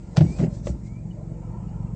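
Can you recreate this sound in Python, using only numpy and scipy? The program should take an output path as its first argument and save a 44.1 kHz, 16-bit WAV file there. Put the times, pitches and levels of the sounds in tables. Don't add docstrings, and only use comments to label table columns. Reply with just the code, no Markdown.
import sys
import numpy as np
from scipy import signal
from scipy.io import wavfile
from scipy.ndimage import uniform_filter1d

SR = 44100
rng = np.random.default_rng(int(sys.argv[2]) if len(sys.argv) > 2 else 0)


def persist_wave(psi):
    counts = np.round(np.clip(psi, -1, 1) * 32767).astype(np.int16)
    wavfile.write(sys.argv[1], SR, np.atleast_2d(counts).T)


def how_loud(loudness_db):
    steps = np.asarray(loudness_db, float) / 20
    return 10 ** steps


N = 85995
T = np.arange(N) / SR


def evened(x):
    return x / np.sqrt(np.mean(x ** 2) + 1e-20)


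def curve(rows, column=1):
    rows = np.array(rows)
    return np.interp(T, rows[:, 0], rows[:, column])


def add(mix, start_s, sound):
    part = mix[round(start_s * SR):][:len(sound)]
    part += sound[:len(part)]


def noise(spectrum, tilt_db=0, patchy_db=0):
    bin_hz = np.fft.rfftfreq(2048, 1 / SR)
    real, imaginary, patches = rng.standard_normal((N // 512 + 5, 1025, 3)).T
    patches = uniform_filter1d(patches, size=5, axis=0)
    patches = evened(uniform_filter1d(patches, size=5, axis=1))
    hz, db = np.transpose(spectrum)
    db = np.interp(np.log(bin_hz + 1), np.log(hz + 1), db)
    db = db + tilt_db * np.log2(bin_hz / 2000 + 0.0033)
    frames = (real + 1j * imaginary) * how_loud(db[:, None] + patchy_db * patches)
    return evened(signal.istft(frames, nperseg=2048, noverlap=1536)[1][:N])


def drift(top_hz):
    hz = np.geomspace(.4, top_hz, num=16)
    coarse = T[::64]
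    phase = 2 * np.pi * (hz * coarse[:, None] + rng.random(16))
    return evened(np.interp(T, coarse, (np.sin(phase) / np.sqrt(hz)).sum(1)))


def flutter(count, size):
    return np.sqrt(size) * uniform_filter1d(rng.standard_normal(count), size=size)


# multiple of the firing rate, relative level in dB.
ORDERS = [(1, -28), (2, -3), (3, -8), (4, -13), (5, -8), (6, -9), (7, -2), (8, -2.5), (9, -8), (10, -21),
          (11, -17), (12, -24)]
# time in seconds, gain in dB.
UPPER_ORDERS = [(0, -1.5), (.5, 0), (.7, -1), (.95, -5), (1.04, 2.5), (1.15, -4), (1.3, 2.5), (1.5, -4.5),
                (1.7, -2.5), (1.95, 2)]
# time in seconds, gain in dB.
BOOM_GAIN = [(0, 9), (.6, 8), (1.2, 8), (1.5, 12), (1.95, 13)]
# time in seconds, level in dB.
IDLE_LEVEL = [(0, -40), (.15, -39), (.5, -32.5), (.8, -35), (1.05, -33.5), (1.2, -35), (1.5, -34),
              (1.75, -30), (1.95, -33.5)]


def engine():
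    firing_hz, first_s = 22.72, .0006
    waver_db, waver_rad, waver_hz = 1.5, .22, 4
    half_db = -15
    uneven_db = 1.5
    boom_hz, boom_width_hz = 107, 10
    turn = 2 * np.pi * firing_hz * (T - first_s)
    pulses = np.zeros(N)
    for k, db in ORDERS:
        db = db + curve(UPPER_ORDERS) * (k > 5)
        level = how_loud(db + waver_db * drift(waver_hz))
        pulses += level * np.cos(k * turn + waver_rad * drift(waver_hz))
        half_level = how_loud(db + half_db + 2 * waver_db * drift(waver_hz))
        pulses += half_level * np.cos((k + .5) * turn + 2 * drift(waver_hz))
    strength_db = uneven_db * rng.standard_normal(50)
    pulses *= how_loud(np.interp(turn / (2 * np.pi), np.arange(50), strength_db))
    boom = signal.lfilter(*signal.iirpeak(boom_hz, boom_hz / boom_width_hz, SR), pulses)
    return how_loud(curve(IDLE_LEVEL)) * evened(pulses + how_loud(curve(BOOM_GAIN)) * boom)


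def hums():
    high = how_loud(-53 + 1.2 * drift(12)) * np.sin(2 * np.pi * 333.4 * T)
    low = how_loud(-43 + 3 * drift(4)) * np.sin(2 * np.pi * 57.5 * T + .6 * drift(3))
    return high + low


# frequency in Hz, relative level in dB per Hz.
RUMBLE_SPECTRUM = [(18, -32), (30, 0), (54, -7.5), (172, 5), (339, -18.5), (383, -20.5), (465, -19.5),
                   (1490, -42.5), (2360, -37.5), (3010, -89.5), (3240, -61.5), (3840, -71.5), (7210, -39),
                   (8760, -49), (9890, -92.5), (12900, -124), (21800, -120)]


def rumble():
    return how_loud(-40.5) * noise(RUMBLE_SPECTRUM, patchy_db=0.76)


# time in seconds, level in dB.
ROAR_LEVEL = [(0, -66), (.15, -47.5), (.5, -47), (.9, -59), (1.1, -56), (1.2, -49), (1.4, -50.5),
              (1.55, -50), (1.65, -58), (1.95, -53)]
# frequency in Hz, relative level in dB per Hz.
ROAR_SPECTRUM = [(200, -28.5), (300, -1), (480, 0), (620, 0), (800, -12.5), (1000, -17), (1200, -26),
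                 (2000, -28), (3000, -40), (4500, -69)]
# time in seconds, level in dB.
BRIGHT_LEVEL = [(0, -57), (.15, -56), (.8, -64), (1.3, -64.5), (1.45, -56), (1.7, -53.5), (1.85, -53.5),
                (1.95, -57)]
# frequency in Hz, relative level in dB per Hz.
BRIGHT_SPECTRUM = [(500, -25.5), (700, -5.5), (860, -2), (1020, -3.5), (1130, -21), (1350, -9.5),
                   (1500, -26), (3000, -27), (4500, -75.5)]
# time in seconds, frequency in Hz, level in dB, level of the overtone at 3/2 in dB.
EXHAUST = [(.7, 268, -62, -75), (1.0, 296, -56, -70), (1.2, 313, -55, -55), (1.5, 328, -58, -58),
           (1.7, 335, -72, -70)]


def distant_car():
    roar = how_loud(curve(ROAR_LEVEL) + 1.3 * drift(66)) * noise(ROAR_SPECTRUM, patchy_db=3.5)
    bright = how_loud(curve(BRIGHT_LEVEL) + 0.96 * drift(45)) * noise(BRIGHT_SPECTRUM, patchy_db=4.5)
    turn = 2 * np.pi * np.cumsum(curve(EXHAUST)) / SR
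    note = how_loud(curve(EXHAUST, column=2)) * np.sin(turn)
    overtone = how_loud(curve(EXHAUST, column=3) + 3 * drift(15)) * np.sin(turn * 3 / 2)
    return roar + bright + note + overtone


# time in seconds, level in dB.
RUSTLE_LEVEL = [(0, -68.5), (.15, -63), (.23, -56.5), (.38, -54), (.45, -54), (.48, -67.5), (.55, -56.5),
                (.62, -66.5), (.67, -47.5), (.75, -67), (.83, -70.5), (.87, -60.5), (.9, -70), (1.2, -71.5),
                (1.95, -72)]
# frequency in Hz, relative level in dB per Hz.
RUSTLE_SPECTRUM = [(1470, -15), (2500, -17.5), (2960, -18.5), (4250, -11.5), (7810, -9), (9500, -32),
                   (12400, -82.5), (20900, -120)]


def rustle():
    return how_loud(curve(RUSTLE_LEVEL)) * noise(RUSTLE_SPECTRUM, patchy_db=3.5)


# time in seconds, level in dB.
SETTLE_LEVEL = [(.2, -54.5), (.25, -29), (.33, -37.5), (.375, -41.5), (.4, -32.5), (.44, -20), (.47, -27),
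                (.52, -46), (.64, -49.5), (.69, -40.5), (.8, -38.5), (.95, -55.5)]
# frequency in Hz, relative level in dB per Hz.
JOSTLE_SPECTRUM = [(71, -37.5), (120, 4), (348, -8), (480, -23.5), (612, -16), (835, -27), (981, -46.5),
                   (1770, -41), (3000, -45.5), (3900, -76.5), (6600, -120)]


def settling():
    bumps_per_s, t60_s = 180, 0.041
    bumps = rng.random(N) * (rng.random(N) < bumps_per_s / SR)
    decay_t = T[:2000]
    decay = decay_t * how_loud(-60 * decay_t / t60_s)
    bumps = signal.oaconvolve(bumps, decay)[:N]
    return how_loud(curve(SETTLE_LEVEL)) * evened(bumps * noise(JOSTLE_SPECTRUM))


# length in seconds, first frequency in Hz, last frequency in Hz.
NOTES = [(.06, 2040, 2000), (.19, 2090, 2600), (.235, 1990, 2490), (.022, 3000, 2920)]
BIRD_STARTS = [.1, .22, .8, 1.103]
BIRD_LEVELS = [-66, -54, -61, -57]


def bird():
    out = np.zeros(N)
    for start_s, db, (length_s, from_hz, to_hz) in zip(BIRD_STARTS, BIRD_LEVELS, NOTES):
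        u = np.arange(0, length_s, 1 / SR) / length_s
        hz = from_hz + (to_hz - from_hz) * u + 35 * flutter(count=len(u), size=200)
        level = how_loud(db + 3 * flutter(count=len(u), size=500)) * np.sin(np.pi * u ** 1.2)
        add(out, start_s, level * np.sin(2 * np.pi * np.cumsum(hz) / SR))
    return out


# start in seconds, level in dB, rise in seconds, t60 in seconds, tilt in dB per octave.
RATTLE_EVENTS = [(0.163, -29, 0.0022, .05, 2.5), (.169, -21, 0.00053, 0.046, 3.5),
                 (.176, -27, 0.004, 0.088, 3.5), (0.206, -24.5, .002, 0.084, -0.5),
                 (.385, -33.5, 0.0023, .2, 0), (0.67, -28.5, 0.00075, 0.069, -1.5)]
# frequency in Hz, relative level in dB per Hz.
RATTLE_SPECTRUM = [(180, -20), (300, -18), (452, -2), (642, 1), (1220, -19.5), (1350, -16.5), (1640, -17.5),
                   (5840, -29.5), (8420, -44), (9890, -55), (12900, -56), (21800, -120)]


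def rattles():
    out, t = np.zeros(N), T[:SR // 2]
    for start_s, db, rise_s, t60_s, tilt_db in RATTLE_EVENTS:
        envelope = how_loud(db - 60 * t / t60_s) * np.minimum(t / rise_s, 1)
        add(out, start_s, envelope * noise(RATTLE_SPECTRUM, tilt_db)[:len(t)])
    return out


# start in seconds, level in dB, frequency in Hz, swell and fade time in seconds.
PANEL_THUDS = [(.1763, -4.5, 146, .007), (.2008, -5.5, 151, .016), (.233, -10, 150, .007),
               (.206, -18, 325, .008), (.205, -17, 95, .025), (.257, -16, 150, .007),
               (.288, -22, 160, .006), (.305, -21, 160, .006), (.24, -26, 64, .04), (.348, -24, 150, .005),
               (.37, -27, 62, .02), (.394, -14, 150, .008), (.4115, -17, 200, .004),
               (.4765, -19, 165, .006), (.683, -24, 65, .03)]


def thuds():
    out, t = np.zeros(N), T[:SR // 2]
    for start_s, db, hz, swell_s in PANEL_THUDS:
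        envelope = t / swell_s * np.exp(.5 - .5 * (t / swell_s) ** 2)
        add(out, start_s, how_loud(db) * envelope * np.sin(2 * np.pi * hz * t))
    return out


# frequency in Hz, relative level in dB, t60 in seconds.
PLASTIC_MODES = [(353.4, -4.5, 0.17), (579, 2.2, 0.079), (528, -2.5, 0.062), (664, -8.5, 0.055),
                 (786, -19, 0.057), (1117, -13, .03), (1986, -9, 0.021)]
# start in seconds, level in dB.
KNOCK_EVENTS = [(.178, -28.5), (.389, -45), (.402, -32), (.42, -36.5), (.6705, -27.5), (.693, -43.5)]


def knocks():
    out, t = np.zeros(N), T[:SR // 2]
    ring = sum(how_loud(db - 60 * t / t60_s) * np.sin(2 * np.pi * hz * t) for hz, db, t60_s in PLASTIC_MODES)
    for start_s, db in KNOCK_EVENTS:
        add(out, start_s, how_loud(db) * ring)
    return out


def scene():
    inside = engine() + hums() + rumble() + rustle() + settling() + rattles() + thuds() + knocks()
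    outside = distant_car() + bird()
    return (inside + outside)[None]


def low_pass(x):
    return signal.sosfilt(signal.butter(12, 10040, fs=SR, output="sos"), x)


def record(dry):
    lowpass = signal.firwin(255, 9600, window=("kaiser", 9), fs=SR)
    mix = signal.oaconvolve(dry, lowpass[None], "same")
    return low_pass(mix)


dry = scene()
out = record(dry)
persist_wave(out)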